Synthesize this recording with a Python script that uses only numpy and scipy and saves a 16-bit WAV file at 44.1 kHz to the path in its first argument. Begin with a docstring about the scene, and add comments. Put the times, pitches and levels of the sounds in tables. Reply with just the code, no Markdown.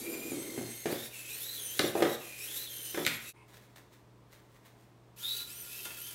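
"""Tracked robots on a wooden ring

Close to the microphone, in a live room with a mains hum, a small tracked robot shoves a plastic brick
car off a wooden ring and turns back. Its two geared motors whine and rattle; it thumps on the hollow
board and clacks against the car. After a quick fade come a faint scrape and soft steps moving away,
then a second robot starts up and pivots, its scoop clinking as it touches down."""
import sys
import numpy as np
from scipy import signal
from scipy.fft import rfft, irfft, next_fast_len
from scipy.io import wavfile

SR = 44100
rng = np.random.default_rng(int(sys.argv[2]) if len(sys.argv) > 2 else 0)


def unload_wav(signal):
    """Save mono or channel-first audio to the path in sys.argv[1] as 16-bit WAV at rate SR, clipped to [-1, 1]."""
    wavfile.write(
        sys.argv[1],
        SR,
        np.round(np.clip(np.atleast_2d(signal).T, -1, 1) * 32767).astype(np.int16),
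    )


N = 270774
T = np.arange(N) / SR


def undb(db):
    """Decibels to gain."""
    return 10 ** (np.asarray(db) / 20)


def unit(x):
    """Scale to rms 1."""
    return x / np.sqrt(np.mean(x ** 2))


def peak(x, db):
    """Scale to a peak level."""
    return x * undb(db) / np.abs(x).max()


def noise(size=N):
    """White noise."""
    return rng.standard_normal(size)


def wander(rate_hz):
    """Smooth random drift of rms 1."""
    return unit(np.interp(T * rate_hz, np.arange(N), noise()))


def band(x, low_hz, high_hz, order=2):
    """Band-pass."""
    edges = [low_hz, min(high_hz, SR / 2 - 1)]
    return signal.sosfilt(signal.butter(order, edges, "band", fs=SR, output="sos"), x)


def colour(x, points):
    """Minimum-phase filter through (frequency_hz, gain_db) points."""
    hz, db = np.transpose(points)
    size = next_fast_len(len(x) + 4096)
    size += size % 2
    bins_hz = np.maximum(np.arange(size // 2 + 1) * SR / size, 1)
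    gain = undb(np.interp(np.log(bins_hz), np.log(hz), db))
    cepstrum = irfft(np.log(gain))
    cepstrum[1:size // 2] *= 2
    cepstrum[size // 2 + 1:] = 0
    return irfft(rfft(x, size) * np.exp(rfft(cepstrum)))[:len(x)]


def add(out, start_s, x):
    """Mix a sound in at a time."""
    i = int(start_s * SR)
    out[i:i + len(x)] += x[:N - i]


def settle(times, targets, initial, rise_s=0.015, fall_s=0.015):
    """Close in on each new target, by default as fast as the load on the gears settles."""
    out = np.full(N, float(initial))
    for start_s, target in zip(times, targets):
        i = int(start_s * SR)
        lag_s = rise_s if target > out[i] else fall_s
        out[i:] = target + (out[i] - target) * np.exp(-T[:N - i] / lag_s)
    return out


# How well the gearbox radiates the mesh tone: pitch_hz, gain_db
GEARBOX_RESPONSE = [(1800, -23), (2300, 0), (2650, -2), (3100, -7.5), (3450, 0.5), (3850, 2.5), (4300, 3.5)]


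def motor(times, commanded_hz, pick_up_hz=2246, strain_db_per_octave=-6):
    """A motor's mesh pitch and tone gain in dB; the tone thins while it strains or coasts."""
    hz = settle(times, commanded_hz, pick_up_hz, rise_s=0.052, fall_s=0.034)
    aim_hz = settle(times, commanded_hz, commanded_hz[0])
    radiated_db = np.interp(hz, *np.transpose(GEARBOX_RESPONSE))
    strain_db = strain_db_per_octave * np.abs(np.log2(hz / aim_hz))
    track_drag = 1 + 0.006 * wander(24)
    return hz * track_drag, radiated_db + strain_db


# Overtones of the meshing teeth: multiple, gain_db
MESH_OVERTONES = [(2, -14), (3, -9.5), (4, -8.5), (5, -7.5), (6, -8)]


def gear_whine(hz, whine_db, overtone_db, teeth=12, rough_db=3, top_hz=14200):
    """Teeth mesh at an unsteady rate, so higher overtones smear; the off-centre pinion adds sidebands."""
    unsteady_hz = hz * (1 + 0.0055 * wander(70) + 0.005 * wander(1200))
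    mesh = 2 * np.pi * np.cumsum(unsteady_hz) / SR
    mesh += 0.22 * np.sin(mesh / teeth)
    backlash = 0.7 * wander(260)
    grip = undb(rough_db * wander(250) + 2.2 * wander(50))
    rasp = 0.45 * wander(900) * np.cos(mesh)
    out = undb(whine_db) * unit(grip * (np.sin(mesh + backlash) + rasp))
    for multiple, db in MESH_OVERTONES:
        radiated = 1 / (1 + (multiple * hz / top_hz) ** 24)
        tooth_load = undb(rough_db * wander(300) + 3.5 * wander(45))
        out += radiated * undb(overtone_db + db) * unit(tooth_load * np.sin(multiple * mesh))
    return out


def tooth_marks(hz, teeth=12, points=2048, orders=64, uneven_db=4.5):
    """Gear flaws come round with every shaft turn: an uneven comb that follows the speed."""
    one_turn = irfft(rfft(noise(points))[:orders] * undb(uneven_db * noise(orders)), points)
    turns = np.cumsum(hz * (1 + 0.005 * wander(70))) / SR / teeth
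    return unit(np.interp(turns % 1, np.arange(points) / points, one_turn))


def gear_rattle(hz, other_hz, chassis, grain_db=2, chatter_db=1):
    """Loose teeth and brushes tick into the chassis, partly at random, partly in step with the shafts."""
    marks = sum(wander(14) * tooth_marks(mesh_hz) for mesh_hz in (hz, hz, other_hz, other_hz))
    ticks = noise() + 0.5 * band(marks, 4500, 20000, order=1)
    flicker = undb(grain_db * wander(2500) + chatter_db * wander(150))
    rattle = colour(ticks * flicker, chassis)
    return rattle / band(rattle, 8000, 15500).std()


# Gearbox and chassis colour, one list for each robot: frequency_hz, gain_db
CHASSIS_COLOURS = [
    [(180, -45.5), (300, -5), (469, -4), (643, -17), (1170, -21), (1400, -11), (1990, -8), (2590, -9),
     (3990, -6.5), (4870, -12), (6040, -8), (9290, -10.5), (10400, -4.5), (12300, -6.5), (15800, -9)],
    [(180, -44), (300, -12.5), (391, -4.5), (723, -27), (911, -14), (1130, -16.5), (1400, -9.5),
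     (2160, -9.5), (2550, -7.5), (2820, -3), (4870, -6.5), (9290, -8), (10300, -2), (12100, -3.5),
     (15800, -6.5)],
]
# The drive cuts out briefly as a robot changes direction: centre_s, depth_db
DRIVE_PAUSES = [(.84, -1.5), (1.097, -13), (1.93, -10), (2.175, -12), (2.68, -5.5), (3.188, -9),
                (5.446, -4.5)]


def robot(commands, chassis_index, whine_db, rattle_db, pause_s=0.015):
    """Two motors and their gear trains in one chassis, following the drive commands."""
    times, lead_aim_hz, other_aim_hz, *levels = np.transpose(commands)
    lead_hz, lead_tone_db = motor(times, lead_aim_hz)
    other_hz, other_tone_db = motor(times, other_aim_hz)
    drive_db, lead_db, other_db, overtone_db = (settle(times, db, db[0]) for db in levels)
    drive_db += sum(db * np.exp(-0.5 * ((T - s) / pause_s) ** 2) for s, db in DRIVE_PAUSES)
    lead = gear_whine(lead_hz, drive_db + lead_db + whine_db + lead_tone_db, drive_db + overtone_db)
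    other = gear_whine(other_hz, drive_db + other_db + other_tone_db, drive_db + other_db - 0.5)
    rattle = gear_rattle(lead_hz, other_hz, CHASSIS_COLOURS[chassis_index])
    return lead + other + undb(drive_db + rattle_db) * rattle


# The first robot's drive commands; the last three columns are offsets from drive_db:
# start_s, lead_pitch_hz, other_pitch_hz, drive_db, lead_db, other_db, lead_overtone_db
SHOVE_COMMANDS = [(0, 2415, 2136, -47.5, -6, -15, 1.5), (.312, 2139, 2102, -49, -3.5, -3.5, 0),
                  (.879, 3810, 3700, -45, -6.5, -17, -13), (1.076, 2566, 2116, -49, -3.5, -7.5, -5),
                  (1.284, 3116, 3053, -45.5, -10, -8, 2), (1.396, 4202, 4136, -45, -6, -8.5, 5),
                  (1.545, 3060, 3893, -46.5, -1, -21, 6), (1.723, 3635, 3789, -44, -4, -19.5, 3.5),
                  (1.88, 2330, 3030, -45, -10, -18, -4), (1.98, 3960, 3800, -45.5, -5.5, -15, -6),
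                  (2.15, 2440, 2043, -49.5, -2.5, -14, -5), (2.37, 2953, 2750, -45.5, -15, -4, 4),
                  (2.451, 3766, 3550, -43.5, -6.5, -9.5, -4), (2.556, 4235, 4130, -44, -6, -14.5, -4),
                  (2.648, 3045, 4117, -46.5, 1.5, -22, 6), (2.915, 3585, 3380, -46.5, -15, -6, -17.5),
                  (3.175, 2544, 3900, -49, -6, -12, -7)]


def shoving_robot():
    """Close by on the ring, the first robot's motors surge and slow as it shoves and turns."""
    return robot(SHOVE_COMMANDS, chassis_index=0, whine_db=0.5, rattle_db=-2)


# The board under the car's wheels: frequency_hz, gain_db
WHEEL_RUMBLE = [(53, -30), (90, -41), (130, -8.5), (178, -24.5), (220, -1.5), (254, -5), (329, 1.5),
                (370, -2), (470, -5.5), (599, -15.5), (658, -16), (740, -21.5), (1100, -25.5), (1500, -25),
                (1950, -44), (3300, -120)]


def rolling_car(edge_s=0.747, release_s=0.1, fade_db_per_s=-7):
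    """Hard wheels drum the board, ever more lightly, until the car leaves its edge."""
    on_board = np.clip((edge_s - T) / release_s, 0, 1)
    rumble = unit(colour(noise() * undb(0.66 * wander(91)), WHEEL_RUMBLE))
    return on_board * undb(-45 + fade_db_per_s * T) * rumble


# Air in the room: frequency_hz, gain_db
ROOM_AIR = [(15, -59.5), (25, -45.5), (49, -16.5), (86, -18.5), (102, -19), (123, -15.5), (152, -15),
            (189, -19), (333, -13.5), (392, -20), (691, -21), (834, -24.5), (981, -21.5), (1430, -30.5),
            (15800, -49)]
# An appliance in the room: pitch_hz, level_db
MAINS_HUM = [(60, -75.5), (120, -63.5), (197, -75.5), (423, -75)]


def room_tone():
    """Steady air and an appliance's mains hum around the microphone."""
    air = colour(noise(), ROOM_AIR)
    out = undb(-64) * air / band(air, 210, 15800).std()
    for hz, db in MAINS_HUM:
        level = undb(db + 0.87 * wander(5.6))
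        out += level * unit(np.sin(2 * np.pi * hz * T + 0.25 * wander(2.8)))
    return out


# Modes of the hollow board: pitch_hz, gain_db, t60_s
BOARD_MODES = [(131.5, -6.5, 0.18), (160.7, -7, 0.15), (233.4, -9.5, 0.25), (309, -10, 0.096),
               (359.8, 4.5, 0.082), (416, 0.5, 0.065), (502.5, -3, 0.096), (553, -2, 0.089),
               (599, -4.5, 0.07), (660, -5, 0.061), (704.5, -8, 0.1), (768, -14.5, 0.12), (933, -18, 0.062),
               (1240, -12, 0.061)]
# Blows on the board: start_s, level_db, clatter_offset_db, centre_hz
BOARD_THUMPS = [(.318, -28, -14, 310), (0.577, -27, -12, 287), (.612, -30.5, -22, 280),
                (.857, -18.5, -11, 351), (0.904, -29.5, -4.5, 413), (.926, -24.5, -8, 363),
                (1.796, -18, -8, 363), (1.84, -22.5, -17, 400), (1.953, -18.5, -16, 509),
                (1.974, -25.5, -13, 470), (2.005, -22.5, -10, 424), (2.0225, -13, -8, 490),
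                (2.052, -22, -6.5, 482.6), (2.945, -29.5, 1, 421.6), (2.975, -22.5, -7, 450),
                (2.992, -25.5, -12, 436.5), (3.067, -28.5, 1.5, 210)]


def board_thumps(attack_s=0.00093, thud_s=0.0097, clatter_s=0.0068, spread_octaves=1.01):
    """Each drop rings the board's modes, the low ones when it is soft, and shakes loose plastic parts."""
    out, t = np.zeros(N), T[:SR // 2]
    for start_s, db, clatter_db, centre_hz in BOARD_THUMPS:
        ring = np.zeros(len(t))
        for hz, mode_db, t60 in BOARD_MODES:
            scatter_db, detune, phase = noise(3)
            reach = np.exp(-0.5 * (np.log2(hz / centre_hz) / spread_octaves) ** 2)
            # one blow starts all the modes nearly in step
            swing = np.sin(2 * np.pi * hz * (1 + 0.005 * detune) * t + 0.5 * phase)
            ring += reach * undb(mode_db + scatter_db - 60 * t / t60) * swing
        ring *= 1 - np.exp(-t / attack_s)
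        thud = band(noise(len(t)) * np.exp(-t / thud_s), centre_hz * 0.74, centre_hz * 1.36)
        clatter = band(noise(len(t)) * np.exp(-t / clatter_s), 990, 2140, order=1)
        add(out, start_s, peak(ring, db - 2) + peak(thud, db - 5) + peak(clatter, db + clatter_db))
    return band(out, 93, 16040)


# Colour of struck plastic: frequency_hz, gain_db
PLASTIC_COLOUR = [(400, -14), (800, -14), (1350, -4), (2100, 2), (2900, -6), (4000, -3.5), (5500, -11),
                  (8000, -10.5), (14000, -12.5), (16000, -14)]
# The robot knocks against the car: start_s, level_db, low_hz, high_hz
PLASTIC_CONTACTS = [(1.793, -9.5, 2380, 12000), (1.7950, -15.5, 700, 6020), (3.0504, -18.5, 600, 9000),
                    (3.0652, -9.5, 400, 9520), (3.0715, -21, 400, 3500), (3.077, -20.5, 405, 3000)]


def plastic_clacks(decay_s=0.0013):
    """Plastic on plastic: a crack of a millisecond or two, duller when the contact is softer."""
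    out, t = np.zeros(N), T[:SR // 20]
    for start_s, db, low_hz, high_hz in PLASTIC_CONTACTS:
        crack = colour(noise(len(t)) * np.exp(-t / decay_s), PLASTIC_COLOUR)
        add(out, start_s, peak(band(crack, low_hz, high_hz, order=1), db))
    return out


# Resonances of the scrape: pitch_hz, half_width_hz, gain_db
SCRAPE_RESONANCES = [(955, 33, 1.5), (2210, 65, -3), (2560, 56, -7), (9000, 190, -18), (9780, 39, -18)]


def scrape():
    """A brief faint rub that rings in a few narrow resonances."""
    ring = sum(undb(db) * band(noise(), hz - half_hz, hz + half_hz, order=1)
               for hz, half_hz, db in SCRAPE_RESONANCES)
    return unit(ring) * undb(-63.5) * np.interp(T, [3.33, 3.37, 3.43, 3.47], [0, 1, 1, 0])


# Colour of rubbing cloth: frequency_hz, gain_db
CLOTH_COLOUR = [(290, -36), (500, -4.5), (1370, -7), (1960, -4.5), (2760, -11), (3720, -8), (4800, -13.5),
                (6960, -13.5), (15000, -16)]
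# Steps and trouser swishes, moving away from the microphone: peak_s, level_db, rise_s, fall_s
STEP_SWELLS = [(3.49, -63.5, 0.011, 0.023), (3.552, -55, 0.027, 0.026), (3.57, -51.5, .001, .004),
               (3.62, -65.5, 0.017, 0.14), (3.761, -53, 0.0017, 0.011), (3.78, -60.5, .01, 0.03),
               (3.93, -60.5, 0.0097, 0.038), (4.329, -58, 0.016, 0.055), (4.56, -64.5, 0.041, 0.03),
               (4.66, -58.5, 0.015, .03), (4.82, -67.5, .06, .05)]


def soft_steps():
    """Socks and cloth brush past in soft swells."""
    swell = sum(undb(db) * np.exp(-np.maximum((peak_s - T) / rise_s, (T - peak_s) / fall_s))
                for peak_s, db, rise_s, fall_s in STEP_SWELLS)
    return swell * unit(colour(noise() * undb(2.6 * wander(900)), CLOTH_COLOUR))


# The second robot's drive commands:
# start_s, lead_pitch_hz, other_pitch_hz, drive_db, lead_db, other_db, lead_overtone_db
PIVOT_COMMANDS = [(5.16, 3980, 3890, -47, -7, -12, -9), (5.21, 3987, 3897, -46, 7.5, -1.5, -1),
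                  (5.3, 3964, 3930, -44.5, 2.5, -5, -0.5), (5.43, 1872, 1790, -51, -20, -18, -3),
                  (5.485, 3145, 3070, -50, -3, -12, 8), (5.615, 2398, 2327, -49, -11, -15, 0),
                  (5.685, 2722, 2630, -48.5, -2.5, -12.5, -3), (5.799, 2654, 3280, -48.5, -7, -8, -23),
                  (5.984, 3270, 2256, -49, 7, -26, 6.5), (6.097, 2350, 2342, -47.5, -15, -18, -5)]


def pivoting_robot():
    """The second robot's motors start up close by and keep changing speed as it pivots."""
    switch_on = np.interp(T, [5.158, 5.2], [0, 1])
    return switch_on * robot(PIVOT_COMMANDS, chassis_index=1, whine_db=-2.5, rattle_db=-0.7)


# Modes of the second robot's frame and scoop: pitch_hz, gain_db, t60_s
SCOOP_MODES = [(424, -14.5, 0.14), (1006, -15, .15), (1423, -1.5, 0.11), (1760, -9, .12),
               (2060, -10, 0.069), (2634, 2.5, 0.031)]
# The scoop touches down: start_s, level_db
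SCOOP_TOUCHES = [(5.854, -35.5), (5.868, -42), (5.905, -41)]


def scoop(motors, shaken_db=-17, tick_s=0.025):
    """The scoop rings along with the motors and clinks when it touches down."""
    clinks, t = np.zeros(N), T[:SR // 2]
    ring = sum(undb(db - 60 * t / t60) * np.sin(2 * np.pi * hz * t) for hz, db, t60 in SCOOP_MODES)
    for start_s, db in SCOOP_TOUCHES:
        tick = band(noise(len(t)) * np.exp(-t / tick_s), 200, 3800)
        add(clinks, start_s, peak(ring, db + 0.5) + peak(tick, db - 3))
    shaken = unit(signal.fftconvolve(motors, ring)[:N])
    return clinks + undb(shaken_db) * motors.std() * shaken


# Decay of the live room: frequency_hz, t60_s
ROOM_DECAY = [(100, 0.54), (400, 0.38), (1200, 0.61), (2500, 0.52), (4000, 0.42), (8000, 0.35),
              (15000, 0.25)]


def room(x, wet_db, gap_s=0.0036):
    """Direct sound reaches the microphone, then a tail from the walls that dies sooner in the treble."""
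    tail, t = np.zeros(SR), T[:SR]
    hz, t60 = np.transpose(ROOM_DECAY)
    edges = np.geomspace(60, 18000, 19)
    for low_hz, high_hz in zip(edges, edges[1:]):
        band_t60 = np.interp(np.log(low_hz * high_hz) / 2, np.log(hz), t60)
        tail += band(noise(SR), low_hz, high_hz, order=3) * undb(-60 * t / band_t60)
    tail *= t > gap_s
    return x + undb(wet_db) * signal.fftconvolve(x, tail / np.linalg.norm(tail))[:N]


def scene(change_s=3.329, fade_out_s=0.04, fade_in_s=0.019):
    """Two bouts at one microphone: the first fades quickly; the quiet room and second robot follow."""
    first = room(shoving_robot(), wet_db=-5.5)
    first += room(rolling_car() + board_thumps(), wet_db=-2)
    first += room(plastic_clacks(), wet_db=-4)
    second = room(scrape() + soft_steps(), wet_db=-7.5)
    motors = pivoting_robot()
    second += room(motors + scoop(motors), wet_db=-8.5)
    bouts = np.where(T < change_s, first, second)
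    fade = np.clip(np.maximum((change_s - T) / fade_out_s, (T - change_s) / fade_in_s), 0.04, 1)
    return (fade * (bouts + room_tone()))[None]


def record(dry, notch_hz=10350, half_width_hz=300, notch_depth=0.54, top_hz=15750):
    """The microphone port dips a narrow treble band, and the recorder cuts the top."""
    heard = dry - notch_depth * band(dry, notch_hz - half_width_hz, notch_hz + half_width_hz, order=1)
    return signal.sosfilt(signal.ellip(10, 0.2, 70, top_hz, fs=SR, output="sos"), heard)


dry = scene()
out = record(dry)
unload_wav(out)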